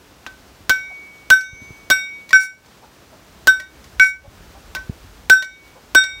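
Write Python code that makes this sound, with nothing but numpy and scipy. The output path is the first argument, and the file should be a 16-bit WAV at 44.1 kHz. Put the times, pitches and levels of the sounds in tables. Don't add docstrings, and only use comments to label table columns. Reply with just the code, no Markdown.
import sys
import numpy as np
from scipy import signal
from scipy.fft import rfft, irfft, next_fast_len
from scipy.io import wavfile
from scipy.ndimage import uniform_filter1d, minimum_filter1d, map_coordinates

SR = 44100
rng = np.random.default_rng(int(sys.argv[2]) if len(sys.argv) > 2 else 0)


def digitize_waveform(pressure):
    field = np.atleast_2d(pressure).T
    bounded = np.clip(field, -1, 1)
    quanta = np.round(bounded * 32767).astype(np.int16)
    wavfile.write(sys.argv[1], SR, quanta)


N = 273420
TIME_S = np.arange(N) / SR

# start_s, crack_db, flat (0 blade on edge, 1 flat), spot (- inward, + toward anvil's end),
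# main_ring_db, sideways_ring_db, overtones_db, choke_s
BLOWS = [(0.2644, -22.5, 0.98, -1.5, -30, -49, -59, 0.61), (.695, -3.5, 0.3, 0.65, -1, -22, -11.5, 2.4),
         (1.302, 1, 0.089, 0.92, 9.5, -23.5, .5, 3.9), (1.901, -2.5, 0, 0.011, -0.5, -14, -0.5, 0.59),
         (2.33, -6.5, .85, 0.55, 9, -3.5, 1.5, 0.41), (3.4715, -3.5, 0.062, 0.14, 5.5, -33.5, -5, 0.43),
         (3.9971, -5.5, 0.89, -0.16, 9.5, 0.5, -1, .29), (4.750, -16.5, 0.35, 1, -20, -60, -28.5, 0.22),
         (5.298, 3.5, 0.17, 0.45, 14.5, -44, 6.5, 0.53), (5.9485, -3.5, .05, -1.24, 5, -15.5, 6, 0.56)]
# pitch_hz, level_db, t60_s
ANVIL_MODES = [(1528, -1.5, .27), (2247.5, 0, 1.35), (2737, -20, .6), (3690, -13, .45), (3705, -3, .46),
               (3712, -2, .5), (4495, -21, .35), (5593, -8, .36), (5633, -1.5, .38), (6142, 0, 1.1),
               (7569, -1, .5), (7978, -1.5, .3), (10115, -14, .35), (10350, -14, .35), (11440, -6, .22),
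               (11531, 1, .27), (12790, -12, .22), (13370, -11, .25), (13670, -11, .28), (15334, 0, .26)]
STRIKE_HZ = [1528, 2248, 3707, 5633, 6142, 7569, 7978, 11531]
OVERTONE_DB = [-15.5, -14, -56, -35.5, -20, -31.5]
FLAT_CHANGE_DB = [-12.5, 5, 3, 13.5, -22, -19]
END_CHANGE_DB = [-3.5, -1.5, 25, -4, -1.5, 7]
# freq_hz, level_db
SNAP_SPECTRUM = [(100, -2.5), (400, -22.5), (1000, 3.5), (1800, 12.5), (3300, -0.5), (5000, -1),
                 (7000, -13.5), (10000, -10.5), (15000, 3.5)]
# freq_hz, level_db
CRUNCH_SPECTRUM = [(100, 0.5), (400, -11.5), (1000, 3.5), (1800, -4.5), (3300, 2.5), (5000, 0),
                   (7000, -1.5), (10000, -11.5), (15000, -5.5)]
# pitch_hz, level_db, t60_s
STUMP_MODES = [(169.7, -19, 0.029), (272, -8, 0.045), (353, -6.5, 0.041), (541, -9, 0.055),
               (612.5, -0.5, 0.028), (657, -2.5, 0.038), (885, -14, 0.059), (1093, -8.5, 0.068)]
# start_s, length_s, level_db
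CHATTERS = [(2.338, 0.13, -32.5), (2.405, 0.072, -30), (3.997, 0.12, -31)]
# freq_hz, level_db
CHATTER_SPECTRUM = [(500, -11.5), (2000, -7), (3000, -14), (4400, -4.5), (6500, -1.5), (9200, -0.5),
                    (11000, -9), (15500, -10)]
# pitch_hz, level_db
BUZZ_MODES = [(3740, -2), (4492, -1), (5132, -5), (6800, -6), (8820, -4), (9000, -3), (9260, -6),
              (10115, -9), (13370, -12)]
# start_s, tick_db, body_db, max_t60_s
CLINKS = [(1.409, -29, -56, 0.033), (2.2918, -34.5, -51, .1), (2.307, -31.5, -38, .14),
          (2.66, -48.5, -61, .04), (3.5993, -29, -35, 0.54), (3.842, -43, -56, .06),
          (4.044, -23, -24, 0.012), (4.767, -48, -37.5, 0.059), (5.4243, -19.5, -31.5, .6),
          (5.678, -51, -63, .07), (6.038, -23, -37.5, .11)]
# freq_hz, level_db
TICK_SPECTRUM = [(500, -23), (2000, -2), (4300, 6), (6500, 2.5), (9000, -8), (11000, -7.5), (15500, -13)]
# pitch_hz, level_db, t60_s
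BLADE_MODES = [(608, -4.5, .1), (1084, 0.5, 0.063), (1900, 8.5, 0.087), (2248, 2, 0.66), (2320, 0, 0.13),
               (4240, -6.5, 0.04)]
# start_s, level_db, final_pitch_hz
BUMPS = [(0.606, -37, 84), (1.53, -24, 66), (1.618, -31, 97), (1.704, -29, 106), (4.277, -26, 61),
         (4.403, -38, 83.4), (4.894, -16.5, 84.4), (5.046, -34.5, 65)]
# freq_hz, level_db
PUFF_SPECTRUM = [(40, -25), (110, -13), (190, 5), (350, 3.5), (700, -29), (3000, -70)]
# start_s, level_db, peak_pitch_hz
BARKS = [(.885, -45.5, 378), (2.81, -44.5, 431), (3.105, -46, 332.5), (4.225, -41, 292.3),
         (4.535, -44, 406), (5.74, -45, 501)]
# time_s, relative_db
AIR_SWELL = [(0, -61.5), (.6, -56.5), (1.1, -64), (1.75, -56.5), (2.4, -67), (3.3, -55.5), (4.0, -48),
             (5.0, -48), (5.8, -60), (6.2, -44)]
# freq_hz, level_db
RUMBLE_SPECTRUM = [(20, -24.5), (40, -1), (65, 3), (120, -12), (250, -30), (600, -55)]
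# freq_hz, level_db
HUSH_SPECTRUM = [(25, -28), (70, -1), (130, -1.5), (300, -1), (480, -4.5), (750, -6.5), (1500, -8.5),
                 (2000, -12), (2700, -13), (4000, -14.5), (6000, -16.5), (8000, -20.5), (10500, -25),
                 (15500, -23.5)]
# freq_hz, t60_s
YARD_DECAY = [(200, 0.49), (2000, 0.33), (6000, 0.27), (15000, 0.28)]


def amp(db):
    return 10 ** (np.asarray(db) / 20)


def unit_rms(x):
    return x / np.sqrt(np.mean(x ** 2) + 1e-20)


def curve_at(points, hz):
    knots_hz, values = np.transpose(points)
    return np.interp(np.log(hz + 1), np.log(knots_hz), values)


def coloured(x, spectrum):
    gain = amp(curve_at(spectrum, np.fft.rfftfreq(len(x), 1 / SR)))
    return unit_rms(irfft(rfft(x) * gain, len(x)))


def noise(spectrum, size):
    return coloured(rng.standard_normal(size), spectrum)


def wobble(rate_hz):
    return map_coordinates(rng.standard_normal(int(N * rate_hz / SR) + 4), [TIME_S * rate_hz])


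def decay(t, t60_s):
    return amp(-60 * t / t60_s)


def ring(modes, t, scatter_db, waver_hz=0):
    out, knots_s = np.zeros(len(t)), TIME_S[::SR // 200]
    for hz, db, t60_s in modes:
        drift = np.interp(t, knots_s, rng.standard_normal(len(knots_s)))
        turns = np.cumsum(hz + waver_hz * drift) / SR + rng.random()
        out += amp(db + scatter_db * rng.standard_normal()) * decay(t, t60_s) * np.sin(2 * np.pi * turns)
    return out


def add(track, start_s, sound):
    part = track[round(start_s * SR):][:len(sound)]
    part += sound[:len(part)]


def trailing(filter1d, x, window_s):
    size = 2 * round(window_s * SR / 2) + 1
    return filter1d(x, size, origin=size // 2, mode="nearest")


def anvil(edge_rise_s=0.0095, flat_rise_s=0.0024, flat_t60_s=0.39, choke_power=3.15):
    out = np.zeros(N)
    ends_s = [blow[0] for blow in BLOWS[1:]] + [N / SR]
    for (start_s, _, flat, spot, main_db, sideways_db, overtones_db, choke_s), end_s in zip(BLOWS, ends_s):
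        t = TIME_S[:round((end_s - start_s) * SR)]
        mix_db = np.array(OVERTONE_DB) + flat * np.array(FLAT_CHANGE_DB) + spot * np.array(END_CHANGE_DB)
        strike_db = [main_db, sideways_db, *(overtones_db + mix_db)]
        rub_per_s = flat / flat_t60_s
        modes = [(hz, db + np.interp(hz, STRIKE_HZ, strike_db), 1 / max(1 / t60_s, rub_per_s))
                 for hz, db, t60_s in ANVIL_MODES]
        rise_s = edge_rise_s * (flat_rise_s / edge_rise_s) ** flat
        swell = 1 - np.exp(-(t / rise_s) ** 2)
        choke = decay(t ** choke_power, choke_s ** choke_power)
        add(out, start_s, ring(modes, t, scatter_db=1.5, waver_hz=3.25) * swell * choke)
    return out


def hammer_impacts(flat_db_per_octave=-10):
    out, t = np.zeros(N), TIME_S[:SR // 4]
    for start_s, crack_db, flat, spot, *_ in BLOWS:
        tilt = flat * flat_db_per_octave
        snap, crunch = [noise([(hz, db + tilt * max(np.log2(hz / 4000), 0)) for hz, db in points], len(t))
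                        for points in (SNAP_SPECTRUM, CRUNCH_SPECTRUM)]
        crack = snap * decay(t, t60_s=0.01) + amp(-7) * crunch * decay(t, t60_s=0.06)
        crack *= 1 - np.exp(-t / 0.0001)
        seating = 1 + 0.02 * rng.standard_normal()
        thud = ring([(hz * seating, db, t60_s) for hz, db, t60_s in STUMP_MODES], t, scatter_db=1.5)
        thud *= 1 - np.exp(-t / 0.0022)
        thud_db = -7.5 - 7 * flat - 2.5 * spot
        add(out, start_s, amp(crack_db) * (crack + amp(thud_db) * thud))
    return out


def blade_chatter(droop_db=4):
    out, bounce_hz = np.zeros(N), ANVIL_MODES[0][0]
    for start_s, length_s, db in CHATTERS:
        t = TIME_S[:round(length_s * SR)]
        progress = t / length_s
        contacts = np.diff(np.floor(bounce_hz * t), prepend=0) * rng.standard_normal(len(t))
        buzz = ring([(hz, mode_db, 1) for hz, mode_db in BUZZ_MODES], t, scatter_db=3, waver_hz=12)
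        envelope = amp(db - droop_db * progress) * (1 - progress ** 6)
        add(out, start_s, envelope * (coloured(contacts, CHATTER_SPECTRUM) + amp(-4) * unit_rms(buzz)))
    return out


def clinks(bounce_s=0.02, bounce_db=-12.5):
    out, t = np.zeros(N), TIME_S[:SR // 2]
    for start_s, tick_db, body_db, max_t60_s in CLINKS:
        modes = [(hz, db, min(t60_s, max_t60_s)) for hz, db, t60_s in BLADE_MODES]
        for delay_s, gain_db in (0, 0), (bounce_s, bounce_db):
            body = amp(body_db) * ring(modes, t, scatter_db=3.5)
            tick = amp(tick_db) * noise(TICK_SPECTRUM, len(t)) * decay(t, t60_s=0.05)
            add(out, start_s + delay_s, amp(gain_db) * (tick + body))
    return out


def microphone_bumps(peak_s=0.0028, sag=0.46, full_puff_hz=86.7, puff_db_per_octave=45):
    out, t = np.zeros(N), TIME_S[:SR // 5]
    for start_s, db, hz in BUMPS:
        puff = noise(PUFF_SPECTRUM, len(t)) * decay(t, t60_s=0.047) * np.minimum(t / 0.002, 1) ** 2
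        puff_db = -5.5 + puff_db_per_octave * min(np.log2(hz / full_puff_hz), 0)
        turns = hz * (t + sag * peak_s * (1 - np.exp(-t / peak_s)))
        swing = np.sin(2 * np.pi * turns) * t / peak_s * np.exp(1 - t / peak_s)
        add(out, start_s, amp(db) * (swing + amp(puff_db) * puff))
    return out


def dog(length_s=0.0634, roughness=0.094, pitch_arch=0.136):
    out = np.zeros(N)
    swell = np.sin(np.linspace(0, np.pi, round(length_s * SR)))
    for start_s, db, hz in BARKS:
        jitter = roughness * noise([(200, 9), (600, -37), (2000, -74)], len(swell))
        phase = 2 * np.pi * np.cumsum(hz * (1 + pitch_arch * (swell - 1) + jitter)) / SR
        voice = sum(np.sin(k * phase) for k in range(1, 5)) + 1.1 * rng.standard_normal(len(swell))
        bark = coloured(voice, [(280, -36), (550, 12), (900, 5), (1500, -9), (4000, -47)])
        add(out, start_s, amp(db) * swell ** 2 * bark)
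    return out


def outdoor_air(hush_follow=0.16):
    air_db = np.interp(TIME_S, *np.transpose(AIR_SWELL))
    hush_db = -48 + hush_follow * (air_db - air_db.mean()) - 0.5 * wobble(rate_hz=32)
    hush = amp(hush_db) * noise(HUSH_SPECTRUM, N)
    rumble_db = air_db + 3 + 2 * wobble(rate_hz=9.2)
    return hush + amp(rumble_db) * noise(RUMBLE_SPECTRUM, N)


def yard_echo(x, delay_s=0.008):
    hz, t, bands = signal.stft(rng.standard_normal(SR // 2), SR, nperseg=256)
    tail = signal.istft(bands * decay(t, curve_at(YARD_DECAY, hz)[:, None]), SR, nperseg=256)[1]
    delayed = np.pad(x, (round(delay_s * SR), 0))
    return signal.fftconvolve(delayed, tail / np.linalg.norm(tail))[:N]


def scene():
    tone = anvil()
    knocks = hammer_impacts() + blade_chatter() + clinks()
    barks = dog()
    echo = yard_echo(amp(-22) * tone + amp(-14.5) * knocks + amp(-14) * barks)
    return (tone + knocks + barks + echo + microphone_bumps() + outdoor_air())[None]


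def gain_control(x, threshold_db=-14, slope=0.48, release_db_per_s=55):
    lag_s, attack_s, hold_s = 0.021, 0.022, 0.15
    power = trailing(uniform_filter1d, x ** 2, window_s=0.0021)
    level_db = 10 * np.log10(np.abs(power) + 1e-12)
    held_db = trailing(minimum_filter1d, np.minimum(0, slope * (threshold_db - level_db)), hold_s)
    climb_db = release_db_per_s * TIME_S
    released_db = np.minimum.accumulate(held_db - climb_db) + climb_db
    gain_db = trailing(uniform_filter1d, released_db, attack_s)
    return x * amp(np.interp(TIME_S - lag_s, TIME_S, gain_db))


def limiter(x, ceiling=0.98, window_s=0.0014):
    size = 2 * round(window_s * SR / 2) + 1
    gain = ceiling / np.maximum(np.abs(x), ceiling)
    return x * uniform_filter1d(minimum_filter1d(gain, size), size)


def record(dry):
    low_cut_hz, top_hz, taper_hz = 36, 16100, 500
    x = signal.sosfilt(signal.butter(2, low_cut_hz, "highpass", fs=SR, output="sos"), dry[0])
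    x = limiter(gain_control(x))
    size = next_fast_len(N + SR // 2)
    taper = np.clip((top_hz - np.fft.rfftfreq(size, 1 / SR)) / taper_hz, 0, 1)
    return irfft(rfft(x, size) * np.sin(taper * np.pi / 2) ** 2, size)[None, :N]


dry = scene()
out = record(dry)
digitize_waveform(out)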